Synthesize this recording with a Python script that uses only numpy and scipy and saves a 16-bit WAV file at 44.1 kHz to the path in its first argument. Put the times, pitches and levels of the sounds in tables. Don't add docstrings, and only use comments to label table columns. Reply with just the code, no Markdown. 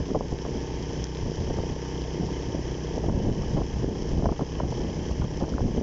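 import sys
import numpy as np
from scipy import signal
from scipy.fft import rfft, irfft, next_fast_len
from scipy.io import wavfile
from scipy.ndimage import uniform_filter1d, map_coordinates

SR = 44100
rng = np.random.default_rng(int(sys.argv[2]) if len(sys.argv) > 2 else 0)


def volts(x):
    e = np.asarray(x, float) / 20
    return 10 ** e


def digitize_waveform(pressure):
    field = np.atleast_2d(pressure).T
    bounded = np.clip(field, -1, 1)
    quanta = np.round(bounded * 32767).astype(np.int16)
    wavfile.write(sys.argv[1], SR, quanta)


N = 256662

# t/s, firing rate/Hz
FIRING_RATE = [(0, 31.106), (.582, 31.217), (1.164, 31.304), (1.746, 31.386), (2.328, 31.385),
               (2.91, 31.344), (3.492, 31.458), (4.074, 31.628), (4.656, 31.708), (5.238, 31.997),
               (5.82, 32.229)]
# multiple of the firing rate, level over the hiss/dB
EXHAUST_ORDERS = [(1, -5), (2, 10), (3, -4), (4, 2), (5, 7), (6, -1), (7, -5.5), (8, -6), (9, 1), (10, -2),
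                  (11, 1), (12, 5.5), (13, 0), (14, 0), (15, 1), (16, -3.5), (17, -14), (18, -12),
                  (19, -11), (20, -17)]
# multiple of the firing rate, level/dB
SIDE_ORDERS = [(25, -16), (26, -18), (27, -17), (33, -20), (35, -20), (30, -19), (32, -23), (34, -15)]
# share of cycle after firing, level/dB, t60/s
VALVES = [
    (.67, 1, .028),
    (.86, -6, .04),
    (.2, -7, .04),
]
# f/Hz, width/Hz, level/dB
CASING = [(1670, 240, -5.5), (1950, 34, -4.5), (2098, 55, -5.5), (3006, 47, 2.5), (3245, 110, 0),
          (6080, 650, -10)]
# t/s, hiss level/dB
MACHINE_LEVEL = [(0, -48), (1, -46.5), (2, -46.5), (3, -47), (4, -47), (5, -47.5), (5.82, -48)]
# f/Hz, density level/dB
HISS = [(290, -30), (560, -7.5), (900, -1), (1150, -9), (1400, -17), (1700, -7.5), (2250, -12.5),
        (3100, -11), (3500, -19.5), (4300, -20.5), (5200, -8), (6100, -10.5), (6900, -22), (7300, -21.5)]
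# t/s, strength level/dB
AIRFLOW = [(0, -39), (.21, -33.5), (.3, -37), (.41, -39.5), (.52, -35.5), (.63, -34.5), (1.03, -35),
           (1.08, -45), (1.2, -39), (1.78, -40.5), (2.03, -35), (2.85, -34.5), (3.1, -27), (3.66, -34),
           (4.1, -29.5), (4.45, -39.5), (4.62, -29), (5.82, -35)]
# t/s, strength level/dB, deep over flutter/dB, half-length/s
GUSTS = [(0, -25, 3, 0.032), (0.1, -30, -3, 0.037), (0.326, -31, -2, 0.026), (0.488, -33, -4, 0.027),
         (0.559, -29.5, 1, 0.0302), (1.26, -27, 6, 0.025), (1.29, -38, -8, 0.034), (1.407, -28, 6.5, 0.043),
         (1.498, -26, 3.5, 0.028), (1.599, -31, 2, 0.066), (1.716, -28, -2, 0.027),
         (2.224, -36.5, -13.5, 0.067), (2.599, -34.5, -5, 0.052), (3.133, -29.5, 7.5, 0.066),
         (3.29, -25, 5, 0.049), (3.413, -29.5, -3, 0.065), (3.572, -25, 4, 0.08), (3.782, -35, 15, 0.06),
         (3.86, -29, 4.5, 0.046), (4.126, -27.5, 14.5, 0.023), (4.243, -24, 7.5, 0.089),
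         (4.419, -25.5, -15.5, 0.011), (4.65, -35, -5, 0.034), (5.127, -26.5, 10.5, 0.013),
         (5.219, -26, 3.5, 0.049), (5.365, -35.5, 14.5, 0.023), (5.428, -28, -16, 0.014),
         (5.54, -22.5, 1, 0.024), (5.656, -25, 3.5, 0.068), (5.804, -27.5, -2.5, 0.046)]
# f/Hz, density level/dB
DEEP = [(12, -18), (25, 0), (70, 1.5), (130, -10), (250, -31), (500, -54)]
# f/Hz, density level/dB
FLUTTER = [(50, -25.5), (110, 3), (180, -1), (330, -4), (600, -15.5), (1100, -39.5), (1600, -70.5)]
# f/Hz, density level/dB
SLAP = [(200, -7.5), (450, 0), (650, -1), (1000, -11), (1400, -33.5), (1900, -42), (3000, -86.5)]
# f/Hz, density level/dB
EDGE = [(300, -38.5), (700, 0), (1000, 5), (1400, -3), (1800, -22), (2800, -66)]
# strongest t/s, peak level/dB, f/Hz, pulses
EDDIES = [(.0085, -19, 340, 2), (.1169, -12.5, 280, 1), (.1502, -15, 430, 1), (.1567, -15, 500, 1),
          (.1728, -14.5, 230, 2), (.2093, -15, 580, 1), (.3278, -14.5, 240, 1), (.572, -23.5, 300, 1),
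          (1.233, -18, 90, 1), (1.299, -19, 240, 1), (1.5092, -18.5, 400, 3), (1.5823, -18.5, 270, 1),
          (2.1996, -18, 240, 1), (2.4881, -20, 200, 1), (2.5503, -15.5, 340, 1), (2.98, -14, 430, 2),
          (3.2875, -15.5, 260, 1), (3.2925, -17, 300, 1), (3.2965, -16, 260, 1), (3.8452, -15, 270, 2),
          (3.8867, -18, 370, 2), (4.136, -17, 200, 2), (4.1827, -15.5, 200, 1), (4.2434, -17.5, 560, 1),
          (4.2651, -15, 280, 3), (4.2926, -16.5, 670, 1), (4.3184, -15, 240, 1), (4.4218, -16, 430, 2),
          (4.6062, -14, 580, 1), (5.4334, -17, 270, 4), (5.6577, -15.5, 230, 2), (5.7786, -13, 370, 5),
          (.123, -20, 300, 1), (.1635, -17, 450, 1), (.4595, -27, 740, 3), (1.476, -26, 620, 1),
          (2.548, -19, 380, 1), (3.0435, -23, 650, 1), (3.568, -21, 620, 1), (3.6185, -22, 750, 1),
          (4.2615, -15, 700, 1), (4.41, -21, 800, 1), (5.1135, -26, 650, 1), (5.41, -23, 620, 2),
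          (5.5825, -20, 850, 1), (5.607, -26, 620, 1), (5.425, -18, 280, 1), (3.845, -20, 450, 1)]
# t/s, peak level/dB, f/Hz
THUMPS = [(.4931, -20.5, 330), (.558, -21, 150), (1.412, -20, 90), (1.487, -22, 130), (1.592, -22, 110),
          (1.637, -21, 330), (1.724, -21, 120), (3.042, -20, 400), (3.0857, -19, 180), (3.1263, -21, 180),
          (3.149, -19, 200), (3.1756, -20, 130), (3.2183, -18, 200), (3.3988, -20, 150), (3.5013, -20, 130),
          (3.5491, -21, 150), (3.5772, -18.5, 240), (3.6125, -19, 130), (3.741, -21, 150),
          (3.798, -21, 150), (4.2345, -17, 150), (4.6348, -18, 180), (4.8462, -20, 200), (5.1996, -18, 150),
          (5.2477, -16.5, 150), (5.5216, -18, 270), (5.5499, -17.5, 240), (5.6169, -20, 130),
          (5.6292, -19, 240), (5.8129, -17.5, 400), (.1063, -17.5, 300), (.214, -23, 150),
          (1.318, -22, 350), (1.5035, -17, 400), (1.766, -22, 380), (2.596, -21, 350), (3.0976, -19, 300),
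          (3.2649, -18, 300), (3.3169, -18, 200), (3.461, -22, 350), (3.495, -21, 140), (3.769, -21, 140),
          (4.1695, -19, 200), (4.1946, -19, 250), (4.2245, -19, 500), (4.272, -15, 170), (4.3255, -18, 450),
          (4.978, -21, 140), (5.082, -21, 140), (5.1162, -19, 160), (5.482, -21, 380), (5.708, -20, 140),
          (5.75, -19, 350), (5.7845, -16, 300)]
PULLS = [.123, 2.488, 2.5475, 3.2925, 3.126, 3.317, 3.577, 3.613, 3.8, 4.243, 4.265, 4.293, 4.318, 4.41,
         4.606, 4.634, 5.116, 5.2, 5.425, 5.433, 5.617, 5.779]
# t/s, peak level/dB, f/Hz, cycles
DROPS = [(.0566, -34, 3000, 2), (.3878, -28, 3500, 1), (.8261, -30, 5400, 2), (.977, -32, 5600, 2),
         (1.0418, -20, 5700, 4), (1.0693, -27, 4600, .8), (1.1495, -28, 3800, 1), (1.171, -26, 3000, 1),
         (1.2017, -33, 2800, 1), (1.3578, -30, 5600, 2), (2.0198, -28, 5100, 2), (2.7441, -32, 3000, 1),
         (4.5537, -33, 3100, 3), (5.4004, -36, 3600, 1), (5.4934, -29, 5200, 1), (.307, -33, 5800, 1),
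         (.464, -35, 6200, 1), (.508, -35, 6200, 1), (.795, -33, 5600, 1), (1.404, -35, 3200, 2),
         (2.04, -34, 3050, 2), (2.266, -34, 5300, 2), (2.4247, -34, 3250, 3), (4.378, -36, 4000, .8),
         (5.1136, -32, 5900, 2)]
# t/s, peak level/dB, cracking edge level/dB, length/s
PUFFS = [(0.102, -27, -38, 0.0061), (0.146, -14.5, -39, 0.02), (0.207, -21, -44, 0.0072),
         (0.32, -24, -46, 0.0052), (0.449, -25, -36, 0.0077), (1.5, -24, -43, 0.0083),
         (1.584, -18, -33, 0.0052), (1.256, -27.5, -50, 0.018), (2.977, -30, -47, 0.013),
         (3.035, -23.5, -47, .007), (3.082, -23, -41, 0.02), (3.278, -23, -44, 0.0097),
         (3.57, -21, -35, 0.034), (3.615, -24.5, -36, 0.0046), (4.242, -19, -39, 0.009),
         (4.255, -9.5, -33, 0.0088), (4.287, -16, -31, 0.0055), (4.322, -18, -32, 0.004),
         (4.392, -18, -33, 0.0055), (4.411, -39, -33, 0.0093), (4.6, -19, -23, 0.0054),
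         (4.632, -22, -44, 0.0087), (4.722, -20, -39, .008), (5.107, -27.5, -40, .007),
         (5.216, -30, -28.5, 0.014), (5.24, -37, -29, 0.0057), (5.406, -22, -44, 0.021),
         (5.436, -25.5, -32.5, 0.014), (5.579, -22, -32.5, 0.0084), (5.778, -27, -42, 0.0076),
         (0.46, -23.5, -42, .006), (0.551, -29, -44, 0.0048), (1.224, -25.5, -47, .006),
         (1.298, -30, -40, 0.0048), (1.469, -37, -44, 0.0045), (1.635, -26, -43, 0.007),
         (1.954, -27.5, -37, .006), (2.285, -26.5, -44, 0.0071), (2.886, -28, -44, 0.0065),
         (3.095, -30, -29, .006), (3.298, -31, -42, 0.0053), (3.433, -29, -33.5, 0.0048),
         (3.951, -26, -42, 0.0076), (4.194, -23, -40, 0.0086), (4.223, -24, -37, .009),
         (4.841, -23, -45, 0.0073), (5.486, -28, -40, .007), (5.537, -28, -29, .005),
         (5.605, -27, -39, .006), (4.292, -28, -30.5, 0.0074)]


def unit(x):
    return x / np.sqrt(np.mean(x ** 2) + 1e-20)


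def along(points, hz):
    f, v = np.transpose(points)
    return np.interp(np.log(hz + 1), np.log(f + 1), v)


def curves(rows):
    s, *cols = np.transpose(rows)
    return [np.interp(np.arange(N) / SR, s, c) for c in cols]


def wobble(rate):
    knots = rng.standard_normal(int(N * rate / SR) + 4)
    return map_coordinates(knots, [np.arange(N) * rate / SR])


def filtered(x, response):
    m = next_fast_len(N + SR // 2)
    return irfft(rfft(x, m) * response(np.fft.rfftfreq(m, 1 / SR)), m)[:N]


def shaped(x, points):
    return filtered(x, lambda hz: volts(along(points, hz)))


def causal(points):
    def response(hz):
        cepstrum = irfft(np.log(volts(along(points, hz)) + 1e-6))
        cepstrum[1:len(hz) - 1] *= 2
        cepstrum[len(hz):] = 0
        return np.exp(rfft(cepstrum, 2 * len(hz) - 2))
    return response


def modes(rows):
    def response(f):
        total = 0
        for k, (centre, width, db) in enumerate(rows):
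            damping = 1j * f * width
            total = total + (-1) ** k * volts(db) * damping / (centre ** 2 - f * f + damping)
        return total
    return response


def noise(spectrum):
    return unit(shaped(rng.standard_normal(N), spectrum))


def steady(spectrum, span):
    x = noise(spectrum)
    return x / np.sqrt(np.abs(uniform_filter1d(x * x, int(span * SR))) + 0.046)


def later(pulses, share, rate):
    return np.roll(pulses, round(share * SR / rate.mean()))


def engine():
    rate = curves(FIRING_RATE)[0]
    cycle = np.cumsum(rate) / SR + .849
    combustion = cycle + .002 * wobble(20)
    fired = np.flatnonzero(np.diff(np.floor(combustion)) > 0)
    pulses = np.zeros(N)
    pulses[fired] = volts(1.5 * rng.standard_normal(len(fired)))
    exhaust = thrum(combustion) + bark(pulses, rate) + roar()
    return exhaust + gears(cycle, rate) + piston(pulses, rate) + panel(pulses) + valves(cycle, rate)


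def thrum(combustion):
    dips = np.array([.31, .72])
    out = np.zeros(N)
    for k, db in EXHAUST_ORDERS[:10]:
        lag = np.angle(-np.exp(-2j * np.pi * k * dips) @ [.75, 1])
        out += volts(db + 3 + 1.2 * wobble(6)) * np.cos(2 * np.pi * k * combustion + lag)
    return out


def bark(pulses, rate):
    orders = [(k * 31.4, db) for k, db in EXHAUST_ORDERS[10:]]
    pipe = [(315, -60)] + orders + [(700, -26), (1000, -28), (1400, -45), (3000, -80)]
    echoed = pulses + volts(-10) * later(pulses, .28, rate)
    return volts(8.6) * unit(shaped(echoed, pipe))


def roar():
    return volts(-3.3) * noise([(150, -31.5), (260, -6.5), (480, 2), (560, -18.5), (900, -15.5), (1200, -34.5)])


def gears(cycle, rate):
    fade_29 = np.interp(rate, [31.4, 31.7], [1, .35])
    rise_28 = np.interp(rate, [31.7, 31.9], [.14, .55])
    out = np.sin(2 * np.pi * 29 * cycle) * volts(1.5 * wobble(8) - 4.5) * fade_29
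    out += np.sin(2 * np.pi * 28 * cycle) * rise_28
    for k, db in SIDE_ORDERS:
        out += volts(db + 2 * wobble(5)) * np.sin(2 * np.pi * k * cycle + k)
    return out


def piston(pulses, rate):
    strokes = sum(later(pulses, share, rate) for share in (.12, .62))
    bore = modes([(870, 240, 0)])
    return volts(-11.5) * unit(filtered(strokes, lambda f: bore(f) ** 2))


def panel(pulses):
    shaking = pulses + 0.023 * rng.standard_normal(N)
    return volts(-13.0) * unit(filtered(shaking, modes([(901.0, 15.0, 0)])))


def valves(cycle, rate):
    knocks = np.zeros(N)
    for share, db, t60 in VALVES:
        since_knock = ((cycle - share) % 1) / rate
        knocks += volts(db - 60 * since_knock / t60)
    rough = knocks * volts(1.2 * wobble(40)) * rng.standard_normal(N)
    return volts(-5.5) * unit(filtered(rough, modes(CASING)))


def spray():
    z = signal.stft(rng.standard_normal(N), nperseg=512)[2]
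    patches = uniform_filter1d(rng.standard_normal(z.shape), 6, 0)
    patches = unit(uniform_filter1d(patches, 10, 1))
    sheet = unit(signal.istft(z * volts(0.87 * patches), nperseg=512)[1][:N])
    droplets = (rng.random(N) < 90 / SR) * rng.uniform(-1.32, 1, N)
    crackle = shaped(droplets, [(1500, -31.5), (3500, 4.5), (8000, 4.0)])
    return unit(filtered(sheet + 9 * crackle, causal(HISS)))


def airflow():
    t = np.arange(0, N / SR + .002, .001)
    gusts = 0
    for s, db, deep_db, half in GUSTS:
        powers = volts([[2 * db + deep_db], [2 * db - deep_db]])
        gusts = gusts + powers * np.exp(-2 * ((t - s) / half) ** 2)
    return np.sqrt(volts(2 * curves(AIRFLOW)[0]) + curves(np.vstack([t, gusts]).T))


def wind():
    large, small = airflow()
    lump = wobble(35)
    deep_lumps = volts(0.98 * lump)
    deep = large * volts(-4.5) * unit(deep_lumps * steady(DEEP, span=0.087))
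    flutter_lumps = volts(1.6 * lump + 2.16 * wobble(120))
    flutter = small * volts(-3.5) * unit(flutter_lumps * steady(FLUTTER, span=0.047))
    rasp_lumps = volts(3.2 * lump + 2.2 * wobble(120))
    rasp_strength = np.hypot(small * volts(-11.5), wakes())
    rasp = rasp_strength * volts(-4) * unit(rasp_lumps * steady(SLAP, span=0.022))
    return deep + flutter + rasp + eddies(small) + puffs()


def eddies(flow):
    rows = []
    for s, db, hz, pulses in EDDIES:
        for k in range(pulses):
            place = (k + 1) // 2 * (-1) ** k
            duller = 0.66 if k else 1
            rows.append((s + 0.00718 * place, volts(db - 5.5 * np.sqrt(k)), hz * duller))
    rows += [(s, volts(db), hz) for s, db, hz in THUMPS]
    sides = [-1 if np.abs(s - np.array(PULLS)).min() < .0015 else 1 for s, *_ in rows]

    when, size, pitch = rng.random((3, round(20 * N / SR)))
    stray_gain = flow[(when * N).astype(int)] * volts(2 + 14 * (size - .5))
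    stray_hz = 192 * 2 ** (1.3 * (pitch - .5))
    rows += zip(when * N / SR, stray_gain, stray_hz)
    sides += list(rng.choice([-1, 1], len(when)))

    out, t = np.zeros(N + SR), np.arange(-SR // 50, SR // 50) / SR
    for (s, gain, hz), side in zip(rows, sides):
        u = (np.pi * hz * t) ** 2
        swing = (1 - 1.55 * u) * np.exp(-u)
        out[round(s * SR):][:len(t)] += side * gain * swing
    return out[SR // 50:][:N]


def drops():
    out, t = np.zeros(N + SR), np.arange(SR // 100) / SR
    for s, db, hz, cycles in DROPS:
        ring = np.sin(2 * np.pi * hz * t) * np.exp(-(t * hz / cycles) ** 2)
        out[round((s - .0001) * SR):][:len(t)] += volts(db) * ring
    return out[:N]


def puffs():
    out = np.zeros(N)
    slap, edge = steady(SLAP, span=0.0044), steady(EDGE, span=0.0063)
    for s, db, crack_db, length in PUFFS:
        add_puff(out, slap, s, db - 3.0, length, rise=0.0029)
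        add_puff(out, edge, s, crack_db - 2.0, 0.68 * length, rise=0.0012)
    return out


def add_puff(out, source, s, peak_db, length, rise):
    start = round(s * SR)
    t = np.arange(min(SR // 8, N - start)) / SR
    envelope = (t / rise).clip(0, 1) * np.exp(-(t / length) ** 2)
    puff = envelope * source[start:start + len(t)]
    out[start:start + len(t)] += volts(peak_db) * puff / np.abs(puff).max()


def wakes():
    t, power = np.arange(SR // 3) / SR, np.zeros(N + SR)
    decay_s = .03
    for s, db, *_ in PUFFS:
        wake_db = -33.5 + (db + 16.5)
        power[round(s * SR):][:len(t)] += volts(2 * wake_db) * np.exp(-2 * t / decay_s)
    return np.sqrt(power[:N])


def duck(x):
    threshold_db, share, release_db_per_s, ease_s = -22, 0.39, 23.5, 0.015
    over_db = share * np.clip(20 * np.log10(np.abs(x) + 1e-9) - threshold_db, 0, None)
    climb_db = release_db_per_s * np.arange(N) / SR
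    held_db = np.maximum.accumulate(over_db + climb_db) - climb_db
    span = int(ease_s * SR) | 1
    return volts(-uniform_filter1d(held_db, span, origin=span // 2))


def scene():
    machine = volts(curves(MACHINE_LEVEL)[0]) * (engine() + volts(2.5) * spray())
    air, ticks = wind(), drops()
    gain = duck(air + volts(6) * ticks)
    return (gain * machine + ticks + air)[None]


def roll_off(x):
    return signal.sosfilt(signal.butter(12, 7910, fs=SR, output="sos"), x)


def record(dry):
    top = .27
    limited = dry[0] / (1 + np.abs(dry[0] / top) ** 6) ** (1 / 6)
    mix = shaped(limited, [(7250, -0.5), (7450, -10.5), (7650, -21.5), (7850, -37.5), (8100, -100)])
    return roll_off(mix[None])


dry = scene()
out = record(dry)
digitize_waveform(out)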